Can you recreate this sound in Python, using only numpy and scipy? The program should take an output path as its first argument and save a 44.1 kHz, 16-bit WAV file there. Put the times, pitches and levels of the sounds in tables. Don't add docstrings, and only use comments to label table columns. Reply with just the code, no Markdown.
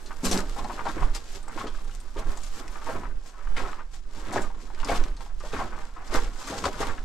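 import sys
import numpy as np
from scipy import signal
from scipy.fft import rfft, irfft, next_fast_len
from scipy.io import wavfile
from scipy.ndimage import uniform_filter1d

SR = 44100
rng = np.random.default_rng(int(sys.argv[2]) if len(sys.argv) > 2 else 0)


def wav_out(sig):
    wavfile.write(sys.argv[1], SR, np.round(np.clip(np.atleast_2d(sig).T, -1, 1) * 32767).astype(np.int16))


N = 310832

# [peak t/s, level/dB, weight of large stones/dB, last 10 dB of rise/ms, 10 dB fall/ms]
BOOT_LOADS = [(0.12, -61, -7, 30, 108), (0.26, -49.5, 21.5, 3, 153), (0.36, -33, -11, 79, 58),
              (0.6, -51.5, 13, 43, 211), (0.8, -38.5, -4, 55, 45), (0.885, -36.5, 2, 43, 57),
              (0.97, -37.5, 4.5, 23, 100), (1.05, -49, 6, 25, 50), (1.36, -58, 17.5, 20, 24),
              (1.5, -47, 1, 42, 172), (1.59, -40, 1, 25, 63), (1.66, -45, 8.5, 48, 36),
              (1.82, -54, -15, 28, 50), (2.178, -42, 0, 24, 105), (2.3, -47, 5.5, 38, 125),
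              (2.599, -43, 2, 47, 95), (2.77, -44, -5, 48, 54), (2.885, -38, 2, 37, 80),
              (2.96, -40, 4.5, 48, 71), (3.05, -45, 1, 27, 64), (3.42, -49, -22, 87, 150),
              (3.575, -38, -1.5, 14, 70), (3.65, -38, -2, 80, 79), (3.79, -45.5, -3, 30, 37),
              (4.2, -51, 6, 106, 200), (4.3, -39.5, 1.5, 80, 62), (4.38, -32.5, 5.5, 46, 55),
              (4.66, -58.5, 9.5, 60, 108), (4.8, -47, -3, 88, 28), (4.86, -42, 7.5, 20, 60),
              (4.92, -33.5, 4.5, 35, 97), (5.22, -52.5, -1, 43, 82), (5.305, -50, -8, 9, 14),
              (5.46, -47.5, 0, 46, 41), (5.54, -36, 1, 15, 89), (5.605, -39, 9.5, 45, 53),
              (5.73, -41.5, -2, 31, 55), (5.811, -45.5, -1.5, 50, 79), (5.99, -47, -3.5, 34, 200),
              (6.155, -29, -2, 35, 35), (6.24, -44, 6, 60, 57), (6.4, -51, -9, 60, 97),
              (6.518, -43, 8, 36, 154), (6.67, -39, 11.5, 33, 35), (6.76, -44, 4.5, 60, 62),
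              (6.82, -34, -3, 35, 90), (6.875, -38.5, 4.5, 52, 79)]
# [t/s, stones level/dB, grit level/dB]
TRICKLE = [(0.0, -54.5, -55.5), (0.7, -56, -56), (1.4, -59, -59), (1.95, -58, -57.5), (2.5, -67, -55),
           (3.2, -63, -66.5), (3.45, -60, -58), (3.88, -80, -65), (4.05, -88, -65), (4.6, -58, -75),
           (5.36, -81, -69), (5.95, -65, -60.5), (6.35, -54, -59), (7.05, -58, -59)]
TRICKLE_LARGE_DB, TRICKLE_GRIT_HZ = 4, 4750
# [f/Hz, relative level/dB]
SMALL_STONE_SPECTRUM = [(260, -9.5), (450, 4), (700, 3), (1050, 8.5), (1500, 5), (2300, -3.5),
                        (3500, -21.5), (5000, -48.5)]
LARGE_STONE_SPECTRUM = [(41, -58), (70, 11), (130, -5.5), (237, 2), (397, -0.5), (443, -4), (650, -10.5),
                        (840, -28.5), (1430, -120)]
# [peak t/s, level/dB, strongest f/Hz, last 10 dB of rise/ms, 10 dB fall/ms]
SOLE_SCUFFS = [(0.254, -26, 6100, 10.5, 37), (0.33, -29.5, 5400, 19, 35), (0.389, -35.5, 4300, 28, 22),
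               (0.5, -49.5, 4500, 104, 300), (0.585, -42.5, 3740, 15, 26), (0.72, -47, 4000, 22, 98),
               (0.89, -45, 4300, 33, 90), (1.03, -50, 3620, 150, 60), (1.154, -35, 4400, 10, 27),
               (1.361, -44.5, 5300, 120, 34), (1.53, -53, 4000, 31, 50), (1.61, -44, 3600, 64, 40),
               (1.75, -52.5, 3740, 38, 115), (1.945, -49, 7650, 33, 25), (2.195, -41.5, 4500, 16, 14),
               (2.32, -49.5, 5000, 59, 52), (2.45, -46, 5800, 67, 60), (2.55, -47, 5030, 28, 51),
               (2.6, -44.5, 4970, 50, 13), (2.75, -52.5, 5540, 139, 80), (2.9, -46, 4340, 94, 113),
               (3.274, -48.5, 5500, 35, 41), (3.575, -42, 3220, 13, 96), (3.7, -50.5, 4500, 102, 65),
               (3.945, -47, 5800, 20, 33), (4.18, -46.5, 4900, 54, 66), (4.27, -49.5, 3160, 43, 80),
               (4.334, -38, 4500, 11, 84), (4.43, -57, 6900, 28, 35), (4.615, -52, 5360, 36, 118),
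               (4.81, -51, 3170, 72, 50), (4.9, -36.5, 3420, 37, 89), (4.966, -35, 3950, 31, 19),
               (5.05, -51, 3280, 30, 58), (5.22, -49, 4530, 31, 66), (5.47, -46.5, 4800, 61, 100),
               (5.54, -43.5, 3300, 17, 90), (5.61, -45, 3880, 60, 66), (5.82, -53.5, 4380, 150.5, 88),
               (6.07, -50.5, 4780, 46.5, 100), (6.152, -30, 4700, 21, 32), (6.23, -45.5, 3700, 50, 74),
               (6.41, -43.5, 6060, 67, 73), (6.489, -37.5, 4600, 40, 74), (6.585, -37.5, 5260, 31, 47),
               (6.66, -33, 4070, 17, 24), (6.74, -46.5, 3950, 60, 200), (6.811, -34.5, 4000, 13, 48),
               (6.88, -47.5, 3370, 53, 81)]
# [f/Hz, relative level/dB]
GRIT_SPECTRUM = [(1180, 7), (2000, 1.5), (3350, -1), (4220, -3), (4520, -4), (4930, -3), (5950, -4.5),
                 (7630, -3), (9630, -10), (12000, 2.5), (14200, -16.5), (15600, -4.5)]
# [t/s, level/dB]
FINE_GRAINS = [(0.0, 0.5), (1.0, -5), (2.8, -2), (3.4, -6), (7.05, -6)]
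# [peak t/s, level/dB, last 10 dB of rise/ms, 10 dB fall/ms]
STRIDE_JOLTS = [(0.33, -23, 200, 350), (0.58, -28, 350, 87), (0.84, -30.5, 51, 400), (1.04, -11, 39, 74),
                (1.37, -31, 300, 357), (1.8, -23.5, 150, 196), (2.29, -16.5, 77, 39), (2.55, -26, 475, 28),
                (2.75, -27, 78, 15), (2.9, -33, 97, 240), (3.18, -24.5, 450, 43), (3.49, -16, 39, 170),
                (4.24, -28.5, 640, 200), (4.43, -21.5, 43, 192), (4.79, -22, 70, 240), (4.98, -14, 50, 125),
                (5.34, -26.5, 65, 376), (5.9, -30.5, 896, 64), (6.22, -14.5, 86, 81), (6.82, -25, 97, 900)]
SWAY_DB = -37
# [f/Hz, relative level/dB]
RUMBLE_SPECTRUM = [(2.4, -44), (4.0, 9), (16, -2.5), (23, -2), (31, -6), (71, -30), (103, -51), (130, -32),
                   (170, -48), (290, -120)]
SWELL_ROUNDING = 0.038
# [f/Hz, t60/s]
TAIL_DECAY = [(150, 0.35), (500, 0.14), (1500, 0.047), (4000, 0.064), (10000, 0.012)]
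# [f/Hz, level/dB]
TAIL_LEVEL = [(150, -20), (600, 0.5), (2000, -8), (8000, -4)]
# [t/s, peak level/dB, f/Hz, fade t60/s, left minus right/dB]
GRIT_SNAPS = [(0.061, -38, 4160, 0.16, 3), (0.2456, -25.5, 4050, 0.26, 5), (0.313, -19, 5760, 0.11, 4),
              (0.326, -28, 4450, 0.03, 2), (0.3756, -18.5, 4900, 0.024, 2),
              (0.644, -35.5, 4100, 0.057, 2.5), (0.854, -39, 4110, 0.11, 3), (0.883, -37, 3580, 0.15, 3),
              (1.149, -25.5, 4900, 0.12, 4), (1.429, -46, 8300, 0.066, 11), (1.482, -39, 7740, 0.058, 8),
              (1.598, -36, 3320, 0.12, 5), (1.67, -36.5, 3260, 0.12, 5), (1.845, -45.5, 9000, 0.032, 6),
              (1.911, -47, 2900, 0.14, 9), (2.002, -42.5, 8300, 0.059, 4.5), (2.167, -43, 3020, 0.22, 4),
              (2.3722, -36, 6900, 0.051, 6), (2.435, -37, 7040, 0.049, 13),
              (2.466, -34.5, 6250, 0.024, 3.0), (2.6797, -36, 5500, 0.02, 3),
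              (3.5657, -32.5, 2310, 0.17, 6), (4.326, -34.5, 6900, 0.1, 4), (4.42, -33, 7440, 0.087, 4),
              (4.747, -37, 2440, 0.023, 6), (4.801, -36, 2860, 0.028, 13), (4.81, -43, 4500, 0.046, 0),
              (4.847, -26.5, 5150, 0.042, 6), (4.886, -26.5, 2230, 0.13, 3), (4.9587, -34, 3000, 0.088, 7),
              (5.0387, -28.5, 2430, 0.025, 3), (5.167, -41, 4100, 0.091, 4), (5.208, -38, 2500, 0.039, 8),
              (5.4, -40, 5150, 0.053, 1), (5.5294, -32, 2600, 0.13, 2), (6.0743, -44, 4900, 0.088, 5.5),
              (6.358, -47, 2650, 0.059, -9), (6.474, -30, 6440, 0.13, -1), (6.64, -29, 4730, 0.072, 3),
              (6.6553, -23, 4520, 0.025, -7), (6.802, -31.5, 7300, 0.14, 5)]
# [t/s, level/dB, f/Hz, rattle t60/s, left minus right/dB]
STONE_KNOCKS = [(0.108, -27.5, 1110, 0.065, 3), (0.241, -26.5, 367, 0.081, 7), (0.311, -26.5, 437, 0.21, 6),
                (0.342, -19.5, 258, 0.18, -2), (0.562, -33, 850, 0.18, 7), (0.584, -31, 825, 0.19, 3),
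                (0.646, -28, 790, 0.1, 6), (0.697, -26.5, 910, 0.12, 5), (0.793, -26, 935, 0.056, 10),
                (0.795, -33, 1300, 0.039, 3), (0.855, -25.5, 744, 0.1, -1), (0.867, -19.5, 960, 0.041, 9.5),
                (0.967, -24.5, 330, 0.029, 1), (1.023, -25.5, 970, 0.089, 8), (1.48, -33.5, 950, 0.05, 7),
                (1.529, -37, 1300, 0.04, 5), (1.562, -29, 342, 0.05, 3), (1.576, -23, 1030, 0.049, 6),
                (1.607, -27, 1070, 0.078, 2), (1.642, -22.5, 336, 0.087, 2), (1.668, -32, 1300, 0.05, 1),
                (1.747, -34.5, 1250, 0.04, 4), (1.786, -36, 1210, 0.025, 4), (1.895, -42, 1400, 0.029, 4),
                (2.162, -31, 420, 0.12, 1.5), (2.188, -32.5, 507, 0.12, 2), (2.266, -37, 354, 0.12, 4),
                (2.37, -34.5, 900, 0.07, 3), (2.679, -35, 1930, 0.029, 6), (2.757, -36, 1320, 0.032, 19),
                (2.818, -32, 1090, 0.057, 5), (2.868, -26.5, 930, 0.065, 6), (2.884, -28.5, 478, 0.18, 2),
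                (2.897, -25, 935, 0.054, -2), (2.944, -31.5, 620, 0.068, 3), (3.034, -27.5, 970, 0.035, 2),
                (3.472, -33, 1220, 0.037, 8), (3.566, -26.5, 1740, 0.11, 4), (3.598, -32, 400, 0.22, 0),
                (3.637, -34, 384, 0.1, -1), (3.679, -35, 1220, 0.054, 6), (3.731, -25.5, 1180, 0.02, 5),
                (3.793, -34, 1060, 0.095, 3), (4.327, -26.5, 646, 0.097, 2), (4.36, -14.5, 683, 0.065, 3),
                (4.365, -16.5, 464, 0.032, 0), (4.503, -33.5, 950, 0.032, 5),
                (4.547, -38.5, 1040, 0.024, 7), (4.702, -35.5, 890, 0.038, 5),
                (4.831, -27.5, 1060, 0.063, 7), (4.888, -20, 600, 0.13, 1.5), (4.917, -18, 710, 0.08, 2),
                (5.206, -35.5, 945, 0.049, 5), (5.262, -35.5, 860, 0.038, 4),
                (5.406, -35.5, 1180, 0.055, 5), (5.438, -30.5, 610, 0.094, 3),
                (5.534, -22, 427, 0.029, 3.5), (5.59, -24, 910, 0.16, 3), (5.607, -26.5, 790, 0.15, 1),
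                (5.78, -31, 1120, 0.017, 6), (5.963, -39.5, 1010, 0.18, 6), (6.127, -26.5, 376, 0.068, 3),
                (6.146, -16.5, 400, 0.13, 3), (6.415, -35.5, 1020, 0.074, 1), (6.474, -34.5, 1200, 0.24, 5),
                (6.519, -30, 636, 0.17, 1), (6.555, -31, 466, 0.18, 0), (6.64, -21, 1050, 0.077, 4),
                (6.655, -16, 1050, 0.031, 8), (6.662, -16, 567, 0.083, 2), (6.804, -18, 433, 0.05, 2.5),
                (6.884, -35, 1550, 0.082, 0), (6.981, -32, 1550, 0.036, 4)]
# [t/s, level/dB, contact time/ms]
BOARD_ROCKS = [(0.233, -22, .8), (0.28, -17, 5), (0.332, -3, 5)]
# [f/Hz, width/Hz, level before the contact dulls it/dB]
BOARD_RINGS = [(192, 8, 0), (250, 20, 7), (355, 30, -4)]
# [f/Hz, left minus right/dB]
PORT_LEAN = [(15, -7.5), (35, -1.5), (70, -0.5), (140, -2), (400, 1), (1300, 3.5), (4400, 1.5), (8000, 3.5),
             (15000, 2)]
# [f/Hz, lead of the left/rad]
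PORT_LEAD = [(20, 0), (300, 0), (1120, -.2), (2930, -.7), (5170, .3), (9560, 0)]
# [f/Hz, share]
PORT_SPREAD = [(20, .12), (60, .3), (130, .17), (300, .12), (500, .28), (1000, .3), (2000, .5),
               (12000, .58)]
# [f/Hz, level/dB]
MIC_RESPONSE = [(50, -4), (9000, 4.5), (12500, -11.5), (14000, -4.5), (15500, -25), (16500, -40)]
BAND_EDGE_HZ = 15720


def amp(db):
    return 10 ** (np.asarray(db) / 20)


def evened(x):
    return x / np.sqrt(np.mean(x ** 2) + 1e-20)


def read(points, hz):
    f, value = np.transpose(points)
    return np.interp(np.log(hz + 1), np.log(f + 1), value)


def columns(rows):
    t, *values = np.transpose(rows)
    return [np.interp(np.arange(N) / SR, t, v) for v in values]


def coloured(x, points, size=4096):
    level_db = read(points, abs(np.fft.fftfreq(size, 1 / SR)))
    log_gain = np.log(amp(np.maximum(level_db, -100)))
    taps = np.fft.ifft(np.exp(np.conj(signal.hilbert(log_gain)))).real[:size // 2]
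    return evened(signal.oaconvolve(x, taps[None], axes=1)[:, :N])


def butter(x, order, hz, kind):
    return signal.sosfilt(signal.butter(order, hz, kind, fs=SR, output="sos"), x)


def grains(per_s, spread_db, clump_s, clump_db):
    size_db = spread_db * np.minimum(rng.exponential(1, N), 4)
    size = amp(size_db) * rng.choice([-1., 1.], (2, N))
    clumps = evened(uniform_filter1d(rng.standard_normal(N), max(int(clump_s * SR), 2)))
    return size * (rng.random(N) < per_s / SR) * amp(clump_db * clumps)


def swells(peak_s, level_db, rise_ms, fall_ms):
    late_ms = 1000 * (np.arange(0, N + 64, 64)[:, None] / SR - peak_s)
    rising, falling = -late_ms / np.maximum(rise_ms, 5), late_ms / np.maximum(fall_ms, 5)
    away = np.where(late_ms < 0, rising, falling)
    drop_db = 10 * (np.hypot(away, SWELL_ROUNDING) - abs(SWELL_ROUNDING))
    return amp(2 * (level_db - drop_db))


def per_sample(slow):
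    return np.interp(np.arange(N), np.arange(len(slow)) * 64, slow)


def add(mix, s, sound, pan_db):
    part = mix[:, round(s * SR):][:, :len(sound)]
    part += amp([[pan_db / 2], [-pan_db / 2]]) * sound[:part.shape[1]]


def stones(per_s, spread_db, lo_hz, hi_hz, cycles, count):
    clicks = grains(per_s, spread_db, 0.012, 2.0)
    which = rng.integers(0, count, N)
    t, out = np.arange(1500) / SR, 0
    for k, hz in enumerate(np.geomspace(lo_hz, hi_hz, count)):
        ring = np.sin(2 * np.pi * hz * t) * np.exp(-t * hz / cycles)
        out = out + signal.oaconvolve(clicks * (which == k), ring[None] * hz, axes=1)[:, :N]
    return out


def grind():
    peak_s, level_db, large_db, rise_ms, fall_ms = np.transpose(BOOT_LOADS)
    load = swells(peak_s, level_db, rise_ms, fall_ms)
    trickle = amp(2 * columns(TRICKLE)[0])
    small = coloured(stones(3500, 2.6, 400, 3500, 2.5, count=14), SMALL_STONE_SPECTRUM)
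    large = coloured(stones(1500, 2.07, 71.3, 833, 1.0, count=8), LARGE_STONE_SPECTRUM)
    small_power = per_sample(load.sum(1)) + trickle
    large_power = per_sample(load @ amp(2 * large_db)) + trickle * amp(2 * TRICKLE_LARGE_DB)
    return np.sqrt(small_power) * small + np.sqrt(large_power) * large


def resonate(x, hz, width_hz):
    turn = np.exp(2j * np.pi * np.cumsum(hz) / SR)
    r = np.exp(-np.pi * width_hz / SR)
    return 2 * (turn * signal.lfilter([1 - r], [1, -r], x / turn)).real


def rasp():
    peak_s, level_db, hz, rise_ms, fall_ms = np.transpose(SOLE_SCUFFS)
    drag = swells(peak_s, level_db, rise_ms, fall_ms)
    trickle = amp(2 * columns(TRICKLE)[1])
    power = per_sample(drag.sum(1)) + trickle
    grain_hz = (per_sample(drag @ hz) + trickle * TRICKLE_GRIT_HZ) / power
    coarse, fine = (evened(grains(per_s, 1.48, .006, 1.93)) for per_s in (9000, 14000))
    ticks = 0.32 * evened(grains(70, 3.3, 0.054, 1.0))
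    coarse, fine = coloured(coarse + ticks, GRIT_SPECTRUM), coloured(fine + ticks, GRIT_SPECTRUM)
    coarse = coarse + 17.0 * resonate(coarse, grain_hz, 4600)
    coarse, fine = butter(coarse, 4, 8500, "low"), butter(fine, 4, 8500, "high")
    return np.sqrt(power) * (evened(coarse) + amp(columns(FINE_GRAINS)[0]) * evened(fine))


def jolts():
    return np.sqrt(per_sample(swells(*np.transpose(STRIDE_JOLTS)).sum(1)) + amp(2 * SWAY_DB))


def shake():
    rumble = coloured(rng.standard_normal((2, N)), RUMBLE_SPECTRUM, size=32768)
    steadied = rumble / np.sqrt(uniform_filter1d(rumble ** 2, 6000) + 0.031)
    return jolts() * evened(steadied)


def echoes():
    taps = np.zeros((2, SR // 2))
    at = np.arange(120, SR // 2 - 20, 20)
    at = at + rng.integers(0, 20, (2, len(at)))
    np.put_along_axis(taps, at, rng.choice([-1., 1.], at.shape), 1)
    hz, t, (both, side) = signal.stft(taps, SR, nperseg=256)
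    apart = np.clip(read(PORT_SPREAD, hz), 0, 1)[:, None]
    z = np.sqrt(1 - apart ** 2) * both + apart * side * np.array([1, -1])[:, None, None]
    t60 = read(TAIL_DECAY, hz)[:, None]
    fade = amp(read(TAIL_LEVEL, hz)[:, None] - 60 * t / t60) / np.sqrt(t60)
    tail = signal.istft(z * fade, SR, nperseg=256)[1]
    return tail * np.sqrt(6 * np.log(10) * 20 / SR)


def tunnel(x):
    turn = 2 * np.pi * 3 * np.arange(N) / SR
    shares = [np.sqrt(2 / 3) * np.cos(turn + k * np.pi / 3) for k in range(3)]
    return sum(signal.oaconvolve(x * share, echoes(), axes=1)[:, :N] for share in shares)


def snaps():
    out, t = np.zeros((2, N)), np.arange(5000) / SR
    bursts = rng.standard_normal((len(GRIT_SNAPS), len(t)))
    for (s, db, hz, t60, pan_db), noise in zip(GRIT_SNAPS, bursts):
        wide = butter(noise, 2, [0.34 * hz, min(1.71 * hz, .4 * SR)], "band")
        ringing = signal.lfilter(*signal.iirpeak(hz, 15, fs=SR), noise)
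        burst = evened(wide) + .9 * evened(ringing)
        burst *= amp(-60 * t / max(t60, .01)) + 1.1 * amp(-60 * t / 0.0024)
        add(out, s, amp(db) * burst / abs(burst).max(), pan_db)
    return out


def knocks():
    out, t = np.zeros((2, N)), np.arange(5000) / SR
    rattle, bumps = rng.standard_normal((len(STONE_KNOCKS), 2, len(t))).transpose(1, 0, 2)
    bumps = amp(1.4 * evened(uniform_filter1d(bumps, size=90, axis=1)))
    for (s, db, hz, t60, pan_db), noise in zip(STONE_KNOCKS, rattle * bumps):
        ring = np.sin(2 * np.pi * hz * t) * np.exp(-t * hz / 2.7)
        ring += 0.26 * np.sin(2 * np.pi * 1.53 * hz * t) * np.exp(-t * hz / 1.6)
        narrow = evened(butter(noise, 3, [.75 * hz, 1.4 * hz], "band"))
        wide = evened(butter(noise, 3, [.5 * hz, 2.1 * hz], "band"))
        settle = 0.62 * narrow + 0.33 * wide
        settle *= amp(-60 * t / max(t60, .01)) * (1 - np.exp(-t / 0.0037))
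        crack = 0.21 * wide * np.exp(-t / 0.0006)
        add(out, s, amp(db) * (ring + settle + crack), pan_db)
    return out


def board():
    out, t = np.zeros((2, N)), np.arange(SR // 2) / SR
    for s, blow_db, contact_ms in BOARD_ROCKS:
        contact_s = contact_ms / 1000
        ring = 0
        for hz, width_hz, db in BOARD_RINGS:
            level = amp(db) / (1 + (2 * hz * contact_s) ** 2)
            ring = ring + level * np.sin(2 * np.pi * hz * t) * np.exp(-np.pi * width_hz * t)
        add(out, s, amp(blow_db) * ring * (1 - np.exp(-t / (4 * contact_s))), 0)
    return out


def ports(x, other):
    size = next_fast_len(N)
    hz = np.fft.rfftfreq(size, 1 / SR)
    half = amp(read(PORT_LEAN, hz) / 2) * np.exp(.5j * read(PORT_LEAD, hz))
    apart = np.clip(read(PORT_SPREAD, hz), 0, 1)
    both, side = np.sqrt(1 - apart ** 2) * rfft(x, size), apart * rfft(other, size)
    return irfft(np.array([(both + side) * half, (both - side) / half]), size)[:, :N]


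def scene():
    boots = ports(*(grind() + rasp())) + knocks() + snaps() + board()
    return amp(-2.0) * (boots + tunnel(boots)) + ports(*shake())


def record(dry):
    size = next_fast_len(N)
    response = amp(read(MIC_RESPONSE, np.fft.rfftfreq(size, 1 / SR)))
    heard = irfft(rfft(dry, size) * response, size)[:, :N]
    band_limit = signal.firwin(2047, BAND_EDGE_HZ, window=("kaiser", 9), fs=SR)
    return signal.oaconvolve(heard, band_limit[None], "same")


dry = scene()
out = record(dry)
wav_out(out)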